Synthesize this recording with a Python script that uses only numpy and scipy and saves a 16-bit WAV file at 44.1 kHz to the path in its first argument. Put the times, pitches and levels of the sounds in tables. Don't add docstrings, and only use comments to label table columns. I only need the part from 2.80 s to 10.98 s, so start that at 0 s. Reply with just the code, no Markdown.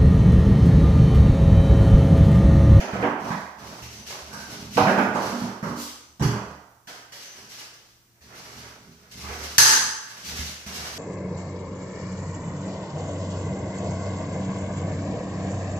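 import sys
import numpy as np
from scipy import signal
from scipy.fft import rfft, irfft
from scipy.io import wavfile
from scipy.ndimage import uniform_filter1d

SR = 44100
rng = np.random.default_rng(int(sys.argv[2]) if len(sys.argv) > 2 else 0)


def wrap_up_sound(samples):
    columns = np.atleast_2d(samples).T
    tamed = np.clip(columns, -1, 1)
    steps = np.round(tamed * 32767).astype(np.int16)
    wavfile.write(sys.argv[1], SR, steps)


def how_loud(loudness_db):
    steps = np.asarray(loudness_db, float) / 20
    return 10 ** steps


N = 360738
EDGES = 250 * 2 ** np.arange(0, 6.2, 1 / 3)
CENTRES = np.sqrt(EDGES[1:] * EDGES[:-1])
TAIL = np.arange(int(1.4 * SR)) / SR
LEFT_RIGHT = np.array([[1], [-1]])
BLOW_BOOST_DB = 32
TOUCH_CYCLES = 1.13

# frequency in Hz, level in dB, T60 in seconds.
ROOM_BOOM = [(118, 1.5, 0.39), (144.2, -1, 0.38), (164.7, 4, 0.25), (191, 0.5, 0.46), (205, 2, 0.36),
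             (238.9, -1, 0.46), (290, -6.5, 0.48), (353.3, -16, 0.16), (373.3, -9.5, 0.53),
             (412.7, -7.5, 0.51)]
# frequency in Hz, level in dB, T60 in seconds.
DEEP_THUMP = [(64, -14, 0.23), (75, 8.5, 0.55), (91, -7.5, 0.21)]
# frequency in Hz, level in dB per Hz.
TACK_COLOUR = [(1120, -10), (1900, -2), (2230, -2), (2520, 4.5), (3090, -2), (4950, 1.5), (5360, 4),
               (8270, -11), (13500, -13), (15100, -28), (15800, -29)]
# frequency in Hz, level in dB per Hz.
DRAG_COLOUR = [(190, -12.5), (330, -5), (504, -2), (615, -8.5), (720, -2.5), (1190, -5), (1550, -4),
               (2400, -9), (3120, -21.5), (5280, -120)]
# frequency in Hz, left-right likeness from -1 to 1.
PORT_LIKENESS = [(130, 0.63), (400, 0.996), (640, 0.93), (1000, 0.11), (1600, 0.018), (15000, -0.058)]


def unit(x, power=np.mean):
    return x / np.sqrt(np.mean(power(x ** 2, axis=-1)) + 1e-20)


def at_hz(points, hz):
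    table = np.array(points)
    return np.interp(np.log(hz), np.log(table[:, 0]), table[:, 1])


def two_ports(mid, side, alike):
    return np.sqrt(1 + alike) * mid + np.sqrt(1 - alike) * side * LEFT_RIGHT


def both_ports(ring):
    return unit(ring * how_loud(-3 / 2 * LEFT_RIGHT), np.sum)


def heard(x, response):
    return signal.fftconvolve(x[None], response, axes=1)[:, :N]


def place():
    # frequency in Hz, T60 in seconds.
    room_t60 = [(100, 1), (400, 0.73), (1100, 0.95), (3000, 0.72), (8000, 0.71), (15000, 0.39)]
    # frequency in Hz, left minus right in dB.
    port_balance = [(60, -3.0), (110, -0.5), (200, -5), (380, -2), (700, -5), (1290, -10), (2380, -1.5),
                    (4400, 2.5), (8120, 0), (15000, -16.5)]
    direct_db, echo_rise_s, right_lag = -11.5, 0.0033, 18
    white = rng.standard_normal((2, 2, len(TAIL)))
    pieces = []
    for k, hz in enumerate(CENTRES):
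        alike = np.clip(at_hz(PORT_LIKENESS, hz), -1, 1)
        mid, side = white[k % 2]
        decay = how_loud(-60 * TAIL / at_hz(room_t60, hz)) * (1 - np.exp(-TAIL / echo_rise_s))
        echoes = unit(two_ports(mid, side, alike) * decay, np.sum)
        echoes[[0, 1], [0, right_lag]] += how_loud(direct_db)
        band = signal.butter(2, EDGES[k:k + 2], "band", fs=SR, output="sos")
        pieces.append(signal.sosfilt(band, echoes) * how_loud(at_hz(port_balance, hz) / 2 * LEFT_RIGHT))
    return np.array(pieces)


def coloured(pieces, spectrum):
    return unit(np.tensordot(how_loud(at_hz(spectrum, CENTRES)), pieces, 1), np.sum)


def moving(x, spots, spectrum, dwell=2600):
    where = np.repeat(rng.integers(0, len(spots), N // 1000), dwell)[:N]
    return sum(heard(x * (where == k), coloured(spot, spectrum)) for k, spot in enumerate(spots))


def modes(table, swell_s=0.0037):
    hz, db, t60 = np.transpose(table)[:, :, None]
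    swell = 1 - np.exp(-TAIL / swell_s)
    return how_loud(db - 60 * TAIL / t60) * np.sin(2 * np.pi * hz * TAIL) * swell


def pumped_modes(boom, thump):
    return (heard(boom, both_ports(modes(ROOM_BOOM).sum(0)))
            + heard(thump, both_ports(modes(DEEP_THUMP).sum(0))))


def resonance(x, hz, width):
    r = np.exp(-np.pi * width / SR)
    top = np.array([1, 0, -1]) * (1 - r * r) / 2
    return signal.lfilter(top, [1, -2 * r * np.cos(2 * np.pi * hz / SR), r * r], x)


def grains(per_s, spread_db):
    sizes = how_loud(spread_db * np.minimum(rng.exponential(1, N), 5)) * rng.choice([-1, 1], N)
    return unit(sizes * (rng.random(N) < per_s / SR))


def movements(rows, rise, fall, thump_pivot_db, thump_slope):
    s, length, tack_db, drag_db, weight_db = np.transpose(rows)
    thump_db = thump_pivot_db + thump_slope * (weight_db - thump_pivot_db)
    t = np.arange(0, N + 64, 64) / SR
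    done = (t - s[:, None]) / length[:, None]
    speed = np.clip(np.minimum(done / rise, (1 - done) / fall), 0, 1) ** 0.7
    levels = (tack_db, drag_db, weight_db, thump_db)
    return [np.interp(np.arange(N) / SR, t, how_loud(db) @ speed) for db in levels]


def stroke(gains, snaps_per_s, bumps_per_s=200):
    tack, drag, boom, thump = gains
    bumps = grains(bumps_per_s, spread_db=4.5)
    snaps = grains(snaps_per_s, spread_db=8.0)
    rasp = grains(snaps_per_s / 3, spread_db=7.0)
    return tack * snaps, drag * rasp, boom * bumps, thump * bumps


def blows(rows, cycles, thud_octaves=0.38, sharp=0.81):
    # frequency in Hz, level in dB, T60 in seconds.
    bucket_ring = [(482, 1, 0.21), (627, -3.5, 0.52), (758, 7, 0.94)]
    low, mid, high = np.zeros((2, N)), np.zeros(N), np.zeros(N)
    table = np.array(DEEP_THUMP + ROOM_BOOM + bucket_ring)
    t, rings = TAIL[:SR // 5], modes(table)
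    for s, body_db, thud_db, thud_hz, tick_db in rows:
        i, contact_s = round(s * SR), cycles / thud_hz
        rattle = unit(rng.standard_normal(len(t)) * np.exp(-t / max(contact_s, 1e-4)), np.sum)
        first = min(sharp, .99) * (contact_s < 0.012)
        rattle = first * (t == 0) + np.sqrt(1 - first ** 2) * rattle
        mid[i:i + len(t)] += how_loud(body_db - 7.5 + BLOW_BOOST_DB) * rattle
        high[i:i + len(t)] += how_loud(tick_db + BLOW_BOOST_DB) * rattle
        octaves_off = np.log2(table[:, 0] / thud_hz)
        near_db = -9 * (octaves_off / thud_octaves) ** 2 + rng.normal(0, 1.2, len(table))
        push = both_ports(how_loud(near_db) @ rings)[:, :N - i]
        low[:, i:i + len(TAIL)] += how_loud(thud_db + BLOW_BOOST_DB) * push
    return high, mid, low


def quiet_room():
    # frequency in Hz, level in dB per Hz.
    air_colour = [(18, -37.5), (30, 6), (141, 4), (286, -2.5), (353, -18), (435, -15), (1530, -13),
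                  (3540, -13.5), (5990, -8.5), (11200, -15), (15800, -6.5)]
    # frequency in Hz, level in dB rms.
    hum_lines = [(118.4, -64), (344.5, -71), (5862, -76.5)]
    hz = np.maximum(np.arange(N // 2 + 1) * SR / N, 20)
    mid, side = rfft(rng.standard_normal((2, N)))
    air = irfft(how_loud(at_hz(air_colour, hz)) * two_ports(mid, side, at_hz(PORT_LIKENESS, hz)), N)
    t = np.arange(N) / SR
    lines = sum(how_loud(db - 2.5) * np.sin(2 * np.pi * line_hz * t) for line_hz, db in hum_lines)
    return how_loud(-60.5) * unit(air) + lines


def steps():
    # start in seconds, thud level in dB.
    heels = [(.128, -38.5), (.825, -47), (1.21, -51), (1.42, -46), (1.6, -49), (6.5, -34), (6.622, -48),
             (7.589, -35), (7.862, -42.5), (7.98, -46)]
    return blows([(s, -90, db, 75, -90) for s, db in heels], TOUCH_CYCLES)[2]


def squeaks(spot):
    # start in seconds, length in seconds, pitch in Hz, level in dB.
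    axle = [
        (1.107, 0.07, 6070, -46),
        (1.496, 0.07, 1520, -40),
        (3.186, 0.043, 6100, -51),
        (3.58, 0.092, 2520, -55),
        (4.403, 0.11, 6100, -45),
    ]
    out, t = np.zeros(N), np.arange(N) / SR
    noise = rng.standard_normal(N)
    for s, length, hz, db in axle:
        swell = np.sin(np.pi * np.clip((t - s) / length, 0, 1)) ** .5
        out += how_loud(db) * swell * unit(resonance(resonance(noise, hz, 150), hz, 150))
    return heard(out, unit(spot.sum(0), np.sum))


def clack(spot, ring_db=10):
    # start in seconds, body in dB, thud in dB, thud centre in Hz, tick in dB.
    hit = [(6.7815, -14.5, -28, 118, -2)]
    # frequency in Hz, level in dB per Hz.
    pole_colour = [(300, -25), (700, -43), (950, -4.5), (1670, -8), (2500, -8.5), (3300, -1), (4340, 0.5),
                   (6200, -1), (8500, -5), (12000, -7.5), (15800, -25)]
    # frequency in Hz, width in Hz, level in dB.
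    rail = [(888, 35, 5.5), (888, 2.6, 11.5), (1605, 2.7, 4), (1690, 3.7, 2), (1690, 173, 3.5),
            (2590, 1100, -13), (4280, 140, -12), (5000, 330, -8), (6100, 45, 4), (6280, 145, -1.5),
            (7850, 47, -5), (12900, 140, -11)]
    crack = coloured(spot, pole_colour)
    ring = sum(how_loud(db) * resonance(crack, hz, width) for hz, width, db in rail)
    rung = unit(crack + how_loud(ring_db) * ring, np.sum)
    high, mid, low = blows(hit, cycles=0.067, sharp=0.97)
    return heard(high, rung) + heard(mid, coloured(spot, DRAG_COLOUR)) + low


def splat(spot):
    # start in seconds, level in dB, rise in seconds, fall in seconds.
    spray = [(2.95, -34, 0.059, 0.032)]
    # frequency in Hz, level in dB per Hz.
    wet_colour = [(1180, -42), (2000, -38), (2750, -4), (3890, -2), (6210, 1.5), (9240, -6.5), (14900, -12),
                  (15800, -16)]
    s, db, rise, fall = spray[0]
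    t = np.maximum(np.arange(N) / SR - s, 0)
    shape = np.minimum(t / rise, 1) ** .5 * np.exp(-np.maximum(t - rise, 0) / fall)
    return heard(how_loud(db) * shape * grains(4000, spread_db=4.5), coloured(spot, wet_colour))


def load_in_bucket(spots):
    # start in seconds, length in seconds, paint tack in dB,
    # plastic scrape in dB, weight on the bucket in dB.
    plunges = [(0.0, 0.22, -53, -34.5, -56), (.1, 0.23, -52, -40, -32.5), (.36, 0.17, -49, -40.5, -41),
               (.44, 0.28, -51.5, -43, -53), (.74, 0.3, -44.5, -44.5, -47), (1.0, 0.34, -45.5, -48, -50.5),
               (1.24, 0.18, -39, -39.5, -54), (1.44, 0.28, -44, -47, -46), (1.66, .22, -44, -41, -40.5),
               (1.88, 0.16, -40.5, -47, -41), (1.96, 0.17, -40, -24, -23.5),
               (2.16, 0.34, -45, -32.5, -35.5), (2.33, 0.23, -39.5, -44, -45), (2.53, 0.2, -43, -37, -37),
               (2.82, 0.093, -45.5, -42, -38), (2.93, 0.2, -40, -70, -63), (3.14, 0.21, -72, -62.5, -68),
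               (3.43, 0.156, -53, -32, -26.5), (3.62, 0.14, -57, -74, -51)]
    # start in seconds, body in dB, thud in dB, thud centre in Hz, tick in dB.
    bucket_hits = [(0.0, -17, -35.5, 226, -37), (.132, -16.5, -30, 176, -48),
                   (.226, -10.5, -23.5, 309, -71), (.227, -54, -23.5, 520, -72), (.443, -22, -37, 270, -50),
                   (.505, -16, -28, 188, -44), (1.021, -43, -42.5, 100, -40), (1.77, -47.5, -43, 290, -58),
                   (1.962, -28, -28, 190, -45), (1.971, -3, -22.5, 304, -29), (1.973, -37, -16, 556, -72),
                   (2.069, -8, -23, 202, -41), (2.178, -7.5, -21, 223, -40), (2.349, -19, -30, 200, -41),
                   (2.527, -25.5, -28, 258, -58), (2.619, -36, -28, 205, -47),
                   (2.827, -19.5, -28, 180, -42), (2.894, -30.5, -33, 284, -55),
                   (2.97, -36, -36.5, 270, -62), (3.396, -27, -35, 210, -42),
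                   (3.409, -39, -19.5, 142, -64.5), (3.414, -20, -26, 334, -62),
                   (3.455, -28, -18.5, 118, -58)]
    # frequency in Hz, level in dB per Hz.
    plastic_colour = [(200, -4), (300, -4), (420, -5), (600, -4), (800, -2), (1200, -5.5), (2000, -14),
                      (2800, -21.5), (3600, -52), (6000, -67)]
    gains = movements(plunges, rise=0.15, fall=0.44, thump_pivot_db=-64.5, thump_slope=0.49)
    tack, scrape, boom, thump = stroke(gains, snaps_per_s=1500)
    tick, body, thud = blows(bucket_hits, cycles=0.23)
    treble = moving(tack + tick, spots, TACK_COLOUR)
    plastic = moving(scrape + body, spots, plastic_colour)
    return treble + plastic + pumped_modes(boom, thump) + thud


def roll_on_wall(spots):
    # start in seconds, length in seconds, paint tack in dB, nap drag in dB,
    # lean on the wall in dB.
    strokes = [(4.06, 0.14, -47.5, -46, -66), (4.3, 0.2, -44, -50.5, -63), (4.5, 0.18, -48, -49.5, -55),
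               (4.66, 0.2, -43, -52.5, -58.5), (4.9, 0.23, -59, -67, -73), (5.1, 0.37, -73.5, -69.5, -79.5),
               (5.41, 0.19, -49, -48, -55), (5.52, .44, -45.5, -47, -51.5), (5.95, 0.35, -58.5, -59, -55),
               (6.28, 0.17, -40, -52, -49), (6.41, 0.26, -36.5, -37, -44), (6.58, 0.22, -40.5, -60, -56),
               (6.8, .25, -58, -43.5, -46.5), (7.18, 0.29, -42.5, -52.5, -57),
               (7.4, 0.32, -35.5, -44.5, -46), (7.7, 0.19, -45.5, -49.5, -60),
               (7.83, 0.57, -36.5, -43, -48.5)]
    # start in seconds, body in dB, thud in dB, thud centre in Hz, tick in dB.
    landings = [(4.072, -33, -55, 173, -41), (4.321, -39, -57.5, 113, -39), (4.929, -50, -59, 118, -50.5),
                (5.407, -48, -55.5, 67, -51), (7.864, -35, -42, 170, -36)]
    # start in seconds, body in dB, thud in dB, thud centre in Hz, tick in dB.
    dry_taps = [(1.295, -29.5, -49, 118, -44), (1.527, -34, -45, 196, -38.5),
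                (3.423, -32, -18.5, 125, -30.5)]
    gains = movements(strokes, rise=0.21, fall=0.31, thump_pivot_db=-43.5, thump_slope=1.87)
    tack, drag, boom, thump = stroke(gains, snaps_per_s=2500)
    tap_tick, tap_body, tap_thud = blows(dry_taps, cycles=0.3)
    tick, body, thud = blows(landings, TOUCH_CYCLES)
    treble = moving(tack + tap_tick + tick, spots, TACK_COLOUR)
    nap = moving(drag + tap_body + body, spots, DRAG_COLOUR)
    return treble + nap + pumped_modes(boom, thump) + tap_thud + thud


def scene():
    spots = [place() for _ in range(3)]
    background = quiet_room() + steps()
    details = squeaks(spots[2]) + clack(spots[0]) + splat(spots[1])
    return background + details + load_in_bucket(spots) + roll_on_wall(spots)


def roll_off(x):
    return signal.sosfilt(signal.butter(12, 16250, fs=SR, output="sos"), x)


def record(dry):
    limit_db, squeeze = -14.5, 0.68
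    attack_s, release_db_per_s = 0.00051, 153
    dry = signal.sosfilt(signal.butter(2, 31, "high", fs=SR, output="sos"), dry)
    power = uniform_filter1d(np.mean(dry ** 2, 0), size=441, origin=220)
    level_db = 10 * np.log10(power + 1e-12)
    fall = release_db_per_s * np.arange(N) / SR
    held_db = np.maximum.accumulate(level_db + fall) - fall
    lag = np.exp(-1 / (attack_s * SR))
    cut_db = signal.lfilter([1 - lag], [1, -lag], squeeze * np.maximum(held_db - limit_db, 0))
    clipped = np.clip(dry * how_loud(-cut_db), -.8, .8)
    kept = signal.sosfilt(signal.cheby2(18, 80, 15950, fs=SR, output="sos"), clipped)
    return roll_off(kept)


dry = scene()
out = record(dry)
wrap_up_sound(out)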